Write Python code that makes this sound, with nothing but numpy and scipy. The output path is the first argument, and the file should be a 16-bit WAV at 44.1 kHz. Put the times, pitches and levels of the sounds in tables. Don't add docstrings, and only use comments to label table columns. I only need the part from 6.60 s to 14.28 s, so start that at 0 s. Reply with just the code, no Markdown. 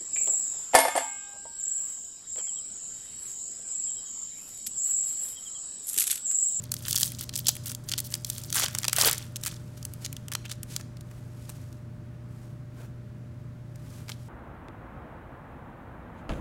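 import sys
import numpy as np
from scipy import signal
from scipy.fft import rfft, irfft
from scipy.io import wavfile
from scipy.ndimage import uniform_filter1d

SR = 44100
rng = np.random.default_rng(int(sys.argv[2]) if len(sys.argv) > 2 else 0)


def pcm_store(signal):
    levels = np.round(np.clip(np.atleast_2d(signal), -1, 1) * 32767)
    wavfile.write(sys.argv[1], SR, levels.astype(np.int16).T)


N = 338895

RING_SIZE = 1024


def from_db(db):
    return 10 ** (np.asarray(db) / 20)


def rms_one(x):
    return x / np.sqrt(np.mean(x ** 2) + 1e-20)


def energy_one(x):
    return x / np.sqrt(np.sum(x ** 2) + 1e-20)


def gain_at(colour, hz):
    points, levels = np.transpose(colour)
    return from_db(np.interp(np.log(hz + 1), np.log(points), levels))


def noise(colour, size=N):
    spectrum = rfft(rng.standard_normal(size))
    return rms_one(irfft(spectrum * gain_at(colour, np.fft.rfftfreq(size, 1 / SR)), size))


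def drift(rate_hz):
    steps = np.arange(N) / SR * rate_hz
    return rms_one(np.interp(steps, np.arange(4096), rng.standard_normal(4096)))


def add(out, s, sound):
    i = int(np.clip(s * SR, 0, N - 1))
    out[i:i + len(sound)] += sound[:N - i]


def machine():
    # hz, relative_db
    air_colour = [(25, -24.5), (58, -11.5), (80, -12), (110, -17), (135, -7.5), (175, -11.5), (215, -14),
                  (300, -22.5), (480, -28.5), (750, -34), (1500, -36), (3000, -47.5), (7000, -53.5),
                  (16000, -63)]
    # hz, rms_db, unsteadiness (0-1)
    hum_tones = [(93.6, -52.5, 0.7), (119.6, -43.5, 0.1), (153.1, -54, 1), (237.4, -63, 0.9),
                 (258.4, -62, 1), (335.7, -63.5, 0.55), (599, -62.5, 0)]
    t = np.arange(N) / SR
    air = noise(air_colour)
    above_hum = signal.sosfiltfilt(signal.butter(4, 170, "high", fs=SR, output="sos"), air)
    out = from_db(-53.0) * air / np.std(above_hum)
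    for hz, level_db, unsteady in hum_tones:
        waver = np.clip(unsteady, 0, 1)
        swing = np.sqrt(2 * (1 - waver ** 2)) + waver * (drift(14) + 1j * drift(14))
        turning = np.exp(2j * np.pi * (hz * t + rng.random()))
        out = out + from_db(level_db) * np.real(swing * turning)
    return out


def room(x, first_s=0.0047, build_s=0.003, wall_hz=9000):
    t60_s, wet_db = 0.55, -21.5
    t = np.arange(SR // 2) / SR
    decay = from_db(-60 * t / t60_s)
    build_up = np.clip((t - first_s) / build_s, 0, 1)
    tail = rng.standard_normal(len(t)) * decay * build_up
    tail = signal.sosfilt(signal.butter(1, min(wall_hz, .45 * SR), fs=SR, output="sos"), tail)
    return from_db(wet_db) * signal.fftconvolve(x, energy_one(tail))[:N]


def crease(hz, crack_share, ring_t60, edge_hz, top_ratio, crack_t60=0.0009, spread_octaves=0.69,
           scatter_db=2.0, spread_s=0.00029):
    # hz, relative_db
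    facet_colour = [(1200, -22), (2550, -16.5), (3250, 5.5), (3900, -1), (4550, 1), (5200, -2.5),
                    (7000, -4.5), (10000, -4), (16000, -1)]
    t = np.arange(RING_SIZE) / SR
    crack = np.cos(2 * np.pi * hz * t) * from_db(-60 * t / crack_t60)
    top_hz = np.clip(hz * top_ratio, SR / 10, SR / 2.5)
    band = signal.butter(3, [min(edge_hz, top_hz / 2), top_hz], "band", fs=SR, output="sos")
    crack = energy_one(signal.sosfilt(band, crack))
    modes = np.linspace(1200, 16000, 90) + rng.uniform(-80, 80, 90)
    near = np.exp(-(np.log2(modes / hz) / spread_octaves) ** 2 / 2)
    scatter = from_db(scatter_db * rng.standard_normal(len(modes)))
    signs = rng.choice([-1, 1], len(modes))
    strengths = gain_at(facet_colour, modes) * near * scatter * signs
    envelope = (1 - np.exp(-t / spread_s)) * from_db(-60 * t / ring_t60)
    ring = energy_one(strengths @ np.sin(2 * np.pi * np.outer(modes, t)) * envelope)
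    share = np.clip(crack_share, 0, 1)
    return energy_one(np.sqrt(share) * crack + np.sqrt(1 - share) * ring)


def flex(colour, t60, low_hz):
    ring = noise(colour, size=RING_SIZE) * from_db(-60 * np.arange(RING_SIZE) / SR / t60)
    return energy_one(signal.sosfilt(signal.butter(3, low_hz, "high", fs=SR, output="sos"), ring))


def deepest_hz(level_db, usual_hz, octaves_per_db=0.08):
    return float(np.clip(usual_hz * 2 ** (-octaves_per_db * (level_db + 40)), 150, 2500))


def runs(rows, jitter=0.3):
    flip_gap_s, flip_loss_db = 0.0055, 1.05
    gaps = flip_gap_s * (1 + jitter * rng.uniform(-0.39, 1, (len(rows), 8)))
    flipped = []
    for (s, level_db, hz, low_db, flips), gap in zip(rows, gaps):
        for k in range(int(round(flips))):
            flipped.append((s + gap[:k].sum(), level_db - flip_loss_db * k, hz, low_db))
    return flipped


def snaps(rows, body, crack_share, ring_t60, edge_hz, top_ratio, body_t60, body_low_hz, bright_db, body_db):
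    creep_s, creep_db = 0.0022, -20
    out = np.zeros(N)
    span = np.sqrt(.005 * SR)
    for s, level_db, hz, low_db in rows:
        bright = from_db(bright_db) * crease(hz, crack_share, ring_t60, edge_hz, top_ratio)
        low_hz = deepest_hz(level_db + low_db, body_low_hz)
        low = from_db(low_db + body_db) * flex(body, body_t60, low_hz)
        creep = crease(hz, crack_share / 2, ring_t60, edge_hz, top_ratio)
        add(out, s - creep_s * (.5 + rng.random()), from_db(level_db + creep_db) * span * creep)
        add(out, s, from_db(level_db) * span * (bright + low))
    return out


def grains(rings, per_s, size_db, even_s, wander=.17, spread=.2):
    born = rng.random(N) < per_s / SR
    sizes = from_db(size_db * np.minimum(rng.exponential(1, N), 4))
    sizes = born * sizes * rng.choice([-1, 1], N)
    running_power = np.abs(uniform_filter1d(sizes ** 2, int(even_s * SR) + 1))
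    sizes = sizes / np.sqrt(running_power + 1e-6)
    place = .5 + wander * drift(45) + spread * rng.standard_normal(N)
    dealt = (place % 1 * len(rings)).astype(int)
    out = np.zeros(N)
    for i in np.flatnonzero(born):
        add(out, i / SR, sizes[i] * rings[dealt[i]])
    return out


def sliding(skirt=3.15):
    # middle_s, bell_width_s, hiss_db (before the trim in cards), rub_db
    slides = [(3.177, 0.016, -51.5, -57), (3.26, 0.96, -65.5, -64), (3.433, 0.047, -52.5, -57),
              (4.131, 0.095, -50.5, -56), (4.2, 0.016, -51, -47), (4.557, 0.3, -67, -64),
              (4.919, 0.47, -61.5, -64.5), (5.813, 0.28, -67.5, -69), (6.215, 0.13, -63.5, -54.5),
              (7.352, 0.32, -61, -57), (7.512, 0.066, -56, -56), (7.647, 0.21, -66, -68)]
    hold_hiss_db, hold_rub_db = -84.5, -70
    t = np.arange(N) / SR
    power = from_db([[hold_hiss_db], [hold_rub_db]]) ** 2
    for middle, width, hiss_db, rub_db in slides:
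        bell = (1 + ((t - middle) / width) ** 2 * 2) ** -skirt
        power = power + (from_db([[hiss_db], [rub_db]]) * bell) ** 2
    return np.sqrt(power)


def scuff(t60=0.031):
    # hz, relative_db
    card_modes = [(440, 1), (670, -1.5), (970, -5), (1450, -4)]
    middle_s, width_s, level_db = 6.207, 0.024, -54
    slips_per_s, sag_oct_per_s = 350, 4.7
    out, t = np.zeros(N), np.arange(2 * RING_SIZE) / SR
    hz, mode_db = np.transpose(card_modes)
    for offset in np.arange(-2 * width_s, 2 * width_s, 1 / slips_per_s):
        modes = np.sin(2 * np.pi * np.outer(hz * 2 ** (-sag_oct_per_s * offset), t))
        strengths = from_db(mode_db) * rng.standard_normal(len(hz))
        ring = energy_one(strengths @ modes * from_db(-60 * t / t60))
        stroke = np.exp(-(offset / width_s) ** 2 / 2)
        add(out, middle_s + offset + rng.random() / slips_per_s, stroke * ring)
    return from_db(level_db) * np.sqrt(SR / slips_per_s) * out


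def squeaks(width_hz=700, rise_octaves=0.12):
    # middle_s, bell_width_s, pitch_hz, level_db
    catches = [(3.45, 0.005, 6200, -36.5), (3.857, 0.011, 2720, -44.5), (3.917, 0.0056, 4100, -36.5)]
    out, t = np.zeros(N), np.arange(N) / SR
    stumble = np.sqrt(2 * np.pi * width_hz / SR) * rng.standard_normal(N)
    for s, width, hz, level_db in catches:
        along = np.clip((t - s) / width, -10, 10)
        phase = np.cumsum(2 * np.pi * hz * 2 ** (rise_octaves * along) / SR + stumble)
        out += from_db(level_db) * np.exp(-along ** 2) * np.sqrt(2) * np.sin(phase)
    return out


def cards():
    # start_s, level_db (over 5 ms, before trims), pitch_hz, low_ring_db (against the tap), flips (count)
    card_taps = [(4.2104, -44.5, 5800, -7, 1), (4.3699, -51, 5300, -8, 1), (4.4094, -48.5, 7100, -14, 1),
                 (4.5129, -56, 6850, 2.5, 1), (4.894, -41.5, 8500, -8, 2), (5.1276, -54.5, 6700, -22, 1),
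                 (7.1579, -53, 7250, -7, 1), (7.4832, -46.5, 5080, -1, 1), (7.4932, -39.5, 6100, -1, 2),
                 (7.5187, -38, 3520, -30, 1)]
    # hz, relative_db
    slide_colour = [(1000, -14.5), (2500, -7), (5000, -4.5), (8000, -4), (12000, -7.5), (16000, -16.5)]
    # hz, relative_db
    rub_colour = [(200, -2.5), (400, -2.5), (700, -10), (1400, -8), (2500, -14), (5000, -25)]
    # hz, relative_db
    deck_colour = [(500, -5), (800, 5), (1150, 5.5), (1500, 2.5), (2300, 3.5), (3500, -6), (6000, -16)]
    grain_db = 1.9
    hiss_gain, rub_gain = sliding()
    hiss = hiss_gain * from_db(3.0 + grain_db * drift(250)) * noise(slide_colour)
    rub = rub_gain * from_db(grain_db * drift(120)) * noise(rub_colour)
    taps = snaps(runs(card_taps), deck_colour, crack_share=0.4, ring_t60=0.014, edge_hz=2100, top_ratio=3.0,
                 body_t60=0.018, body_low_hz=550, bright_db=0.5, body_db=0.5)
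    return hiss + rub + taps + scuff() + squeaks()


def billow():
    # hz, relative_db
    flutter_colour = [(170, -25), (270, -7), (480, 2.5), (620, -3.5), (1000, -21)]
    peak_s, level_db = 2.477, -32
    rise_s, fall_s = 0.09, 0.036
    t = np.arange(N) / SR - peak_s
    away = np.clip(np.maximum(-t / rise_s, t / fall_s), 0, 10)
    return from_db(level_db - 20 * away) * noise(flutter_colour)


def pops(t60=0.0096):
    # start_s, pitch_hz, peak_db
    panels = [(0.8915, 851, -26.5), (1.9692, 1599, -20.5), (2.038, 571.5, -27), (2.3843, 1302, -20),
              (2.435, 1042, -17), (2.474, 483, -18), (4.893, 890, -36)]
    out, t = np.zeros(N), np.arange(2 * RING_SIZE) / SR
    for s, hz, peak_db in panels:
        add(out, s, from_db(peak_db - 60 * t / t60) * np.sin(2 * np.pi * hz * t))
    return out


def tearing(fade_s=0.0059):
    # start_s, length_s, level_db
    tears = [(0.284, 0.03, -34.5), (0.395, 0.027, -32), (1.444, 0.03, -42), (1.664, 0.14, -49),
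             (2.394, 0.028, -31), (2.456, 0.02, -22.5)]
    t, gain = np.arange(N) / SR, np.zeros(N)
    for start, length, level_db in tears:
        away = np.maximum(start - t, t - start - length) / fade_s
        gain = np.maximum(gain, from_db(level_db - 20 * np.clip(away, 0, 10)))
    fractures = [crease(hz, crack_share=.5, ring_t60=0.006, edge_hz=3000, top_ratio=2)
                 for hz in np.linspace(3600, 15000, 60)]
    return gain * grains(fractures, per_s=2800, size_db=2.5, even_s=0.01, spread=.5)


def pulling():
    # start_s, hold_s, fine_crinkle_db, sheet_flexing_db (both before the trims in wrapper)
    pulls = [(0.0, 0.07, -58, -70), (0.258, 0.2, -43, -56.5), (0.425, 0.05, -39.5, -57),
             (0.59, 0.043, -42.5, -54.5), (0.753, 0.033, -36.5, -61), (0.864, 0.032, -33, -52.5),
             (1.061, 0.038, -37, -51.5), (1.279, 0.064, -50.5, -61), (1.5, 0.053, -47, -63),
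             (1.677, 0.18, -50, -63), (1.955, 0.055, -28.5, -39), (2.02, 0.025, -27.5, -34.5),
             (2.073, 0.18, -50, -54.5), (2.389, 0.1, -28, -34), (2.457, 0.023, -24, -30),
             (2.575, 0.068, -54.5, -55), (2.842, 0.077, -48, -54), (3.892, 0.028, -45.5, -52.5)]
    attack, release = 0.59, 0.9
    t, gains = np.arange(N) / SR, np.zeros((2, N))
    for start, hold, fine_db, sheet_db in pulls:
        phase = (t - start) / max(hold, .005)
        away = np.maximum(-phase / attack, (phase - 1) / release)
        gain = from_db([[fine_db], [sheet_db]]) * from_db(-20 * np.clip(away, 0, 10))
        gains = np.maximum(gains, gain)
    return gains


def wrapper():
    # start_s, level_db (over 5 ms), pitch_hz, low_ring_db (against the snap, before body_db), flips (count)
    foil_snaps = [(0.0392, -40.5, 8600, -14.5, 1), (0.1183, -23.5, 8100, -21, 1),
                  (0.1404, -27.5, 9000, -18, 1), (0.1665, -37, 5200, -16.5, 1),
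                  (0.2523, -36, 4800, -11.5, 1), (0.2604, -39, 9000, -5.5, 2), (0.2825, -28, 7900, -12, 1),
                  (0.3459, -36.5, 7500, -4, 1), (0.3097, -24.5, 8300, -30, 1), (0.3291, -22, 6400, -23, 1),
                  (0.3565, -24, 9000, -28, 1), (0.3603, -20, 6800, -29, 1), (0.3656, -26, 5200, -23.5, 1),
                  (0.3769, -25, 8100, -20, 2), (0.4, -29, 9400, -25, 1), (0.4099, -25.5, 8650, -17.5, 2),
                  (0.431, -16.5, 5850, -26, 1), (0.4439, -32.5, 8200, -28, 2),
                  (0.4568, -31.5, 9300, -22, 3), (0.4783, -40.5, 9200, -20, 3),
                  (0.5195, -36, 9300, -11.5, 1), (0.5906, -38.5, 7500, -16.5, 1),
                  (0.6106, -31, 8600, -23, 1), (0.6932, -33.5, 5740, -13.5, 1),
                  (0.7381, -38, 5800, -11.5, 1), (0.7563, -27.5, 7050, -24.5, 2),
                  (0.7761, -30, 8800, -30, 1), (0.7917, -29.5, 12500, -21.5, 1),
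                  (0.8691, -21, 6200, -27, 1), (0.8841, -16, 7200, -23.5, 2),
                  (0.9533, -37.5, 8850, -12.5, 1), (0.9665, -37, 9400, -9.5, 1), (1.069, -35, 8700, -20, 1),
                  (1.1169, -33.5, 8600, -12.5, 1), (1.1491, -32, 7600, -41, 1), (1.2884, -31, 6100, -19, 2),
                  (1.3167, -27.5, 5750, -15, 2), (1.337, -26, 4300, -10.5, 1), (1.3796, -27, 7300, -18, 3),
                  (1.4028, -27, 9400, -27, 1), (1.5405, -23.5, 6150, -21, 1), (1.5235, -38, 8000, -9, 1),
                  (1.5525, -37, 7000, -8, 1), (1.837, -38, 7900, -26, 1), (1.9025, -34.5, 7500, -17, 1),
                  (1.6473, -28, 6300, -23, 1), (1.7005, -24.5, 8050, -26, 1), (1.7815, -33, 7560, -16.5, 1),
                  (1.9268, -24.5, 6000, -19.5, 1), (1.9458, -25.5, 10800, -19.5, 1),
                  (1.9568, -26, 8000, -12.5, 2), (1.9697, -25.5, 7000, -11, 1), (1.9808, -28, 5400, -6, 2),
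                  (1.9975, -24.5, 7200, -7.5, 1), (2.0372, -27.5, 6200, -3.5, 1),
                  (2.0611, -28, 4570, -9, 1), (2.083, -33, 7050, -7.5, 1), (2.2325, -31, 5500, -10.5, 1),
                  (2.296, -32.5, 6000, -7.5, 1), (2.1499, -26, 7340, -9, 1), (2.1859, -23.5, 7650, -20, 1),
                  (2.2439, -27.5, 5900, -6, 2), (2.282, -19, 6400, -12.5, 1), (2.3304, -19.5, 7700, -12, 1),
                  (2.3635, -22.5, 9000, -24, 1), (2.3848, -21.5, 7340, -5, 1),
                  (2.4015, -27, 5600, -13.5, 1), (2.4115, -21, 6500, -12, 1),
                  (2.4135, -17.5, 5300, -15.5, 1), (2.4215, -20.5, 7800, -16.5, 1),
                  (2.4477, -19.5, 5240, -13, 1), (2.4756, -23, 8700, -9.5, 1), (2.4847, -23.5, 5090, -5, 1),
                  (2.4888, -28.5, 7020, -3, 1), (2.5124, -23, 9100, -25, 1), (2.5301, -24, 7900, -18, 1),
                  (2.5805, -30.5, 7600, -23, 1), (2.7595, -32, 6800, -18, 2), (2.8362, -30, 6750, -15, 1),
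                  (2.851, -34, 9000, -14, 1), (2.8619, -28.5, 7800, -10.5, 4), (3.2284, -41, 6600, -29, 1),
                  (3.2518, -31, 8000, -19.5, 1), (3.3367, -40, 10300, -19, 1), (3.4481, -34, 6100, -15, 2),
                  (3.4618, -33, 6200, -10, 1), (3.5282, -37, 8800, -12.5, 1), (3.5665, -39.5, 6300, -8, 1),
                  (3.6833, -39, 7700, -8, 1), (3.7179, -34.5, 7600, -4.5, 2), (3.7359, -33, 7240, -16, 1),
                  (3.7516, -26, 5800, -6.5, 1), (3.8539, -44.5, 6000, -6, 2), (3.9153, -35, 6900, -12.5, 1),
                  (4.0317, -34.5, 9050, -15.5, 1), (4.1635, -26, 6650, -16.5, 1)]
    # hz, relative_db
    sheet_colour = [(150, -23.5), (300, -8), (500, -5), (900, -4), (1500, -1.5), (2200, -5.5), (3200, -2.5),
                    (6000, -32.5)]
    fine_db, sheet_db = 20 * np.log10(pulling())
    small = [crease(hz, crack_share=0.5, ring_t60=0.011, edge_hz=3000, top_ratio=2.8, spread_octaves=0.45)
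             for hz in np.geomspace(3600, 14000, 100)]
    fine = from_db(fine_db - 1.5) * grains(small, per_s=670, size_db=4.5, even_s=0.02)
    tick_gain = from_db(-49 + 0.67 * (fine_db + 48))
    ticks = tick_gain * grains(small, per_s=91, size_db=2.5, even_s=0.14)
    tight = [flex(sheet_colour, t60=0.012, low_hz=1320) for _ in range(150)]
    loose = [flex(sheet_colour, t60=0.013, low_hz=560) for _ in range(150)]
    freedom = 1 / (1 + from_db(-39.5 - sheet_db) ** 2)
    pinched = np.sqrt(1 - freedom) * grains(tight, per_s=550, size_db=9.0, even_s=0.018)
    flapping = np.sqrt(freedom) * grains(loose, per_s=600, size_db=5.5, even_s=0.015)
    sheet = from_db(sheet_db + 1.5) * (pinched + flapping)
    loud = snaps(runs(foil_snaps), sheet_colour, crack_share=0.41, ring_t60=0.012, edge_hz=2800, top_ratio=2.6,
                 body_t60=0.018, body_low_hz=1006, bright_db=0.0, body_db=2.0)
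    return fine + ticks + sheet + loud


def scene():
    hands = wrapper() + tearing() + pops() + billow() + cards()
    return (hands + room(hands) + machine())[None, :]


def record(dry):
    rounded = .9 * np.tanh(dry / .9)
    return signal.sosfilt(signal.ellip(10, .2, 70, 16000, fs=SR, output="sos"), rounded)


dry = scene()
out = record(dry)
pcm_store(out)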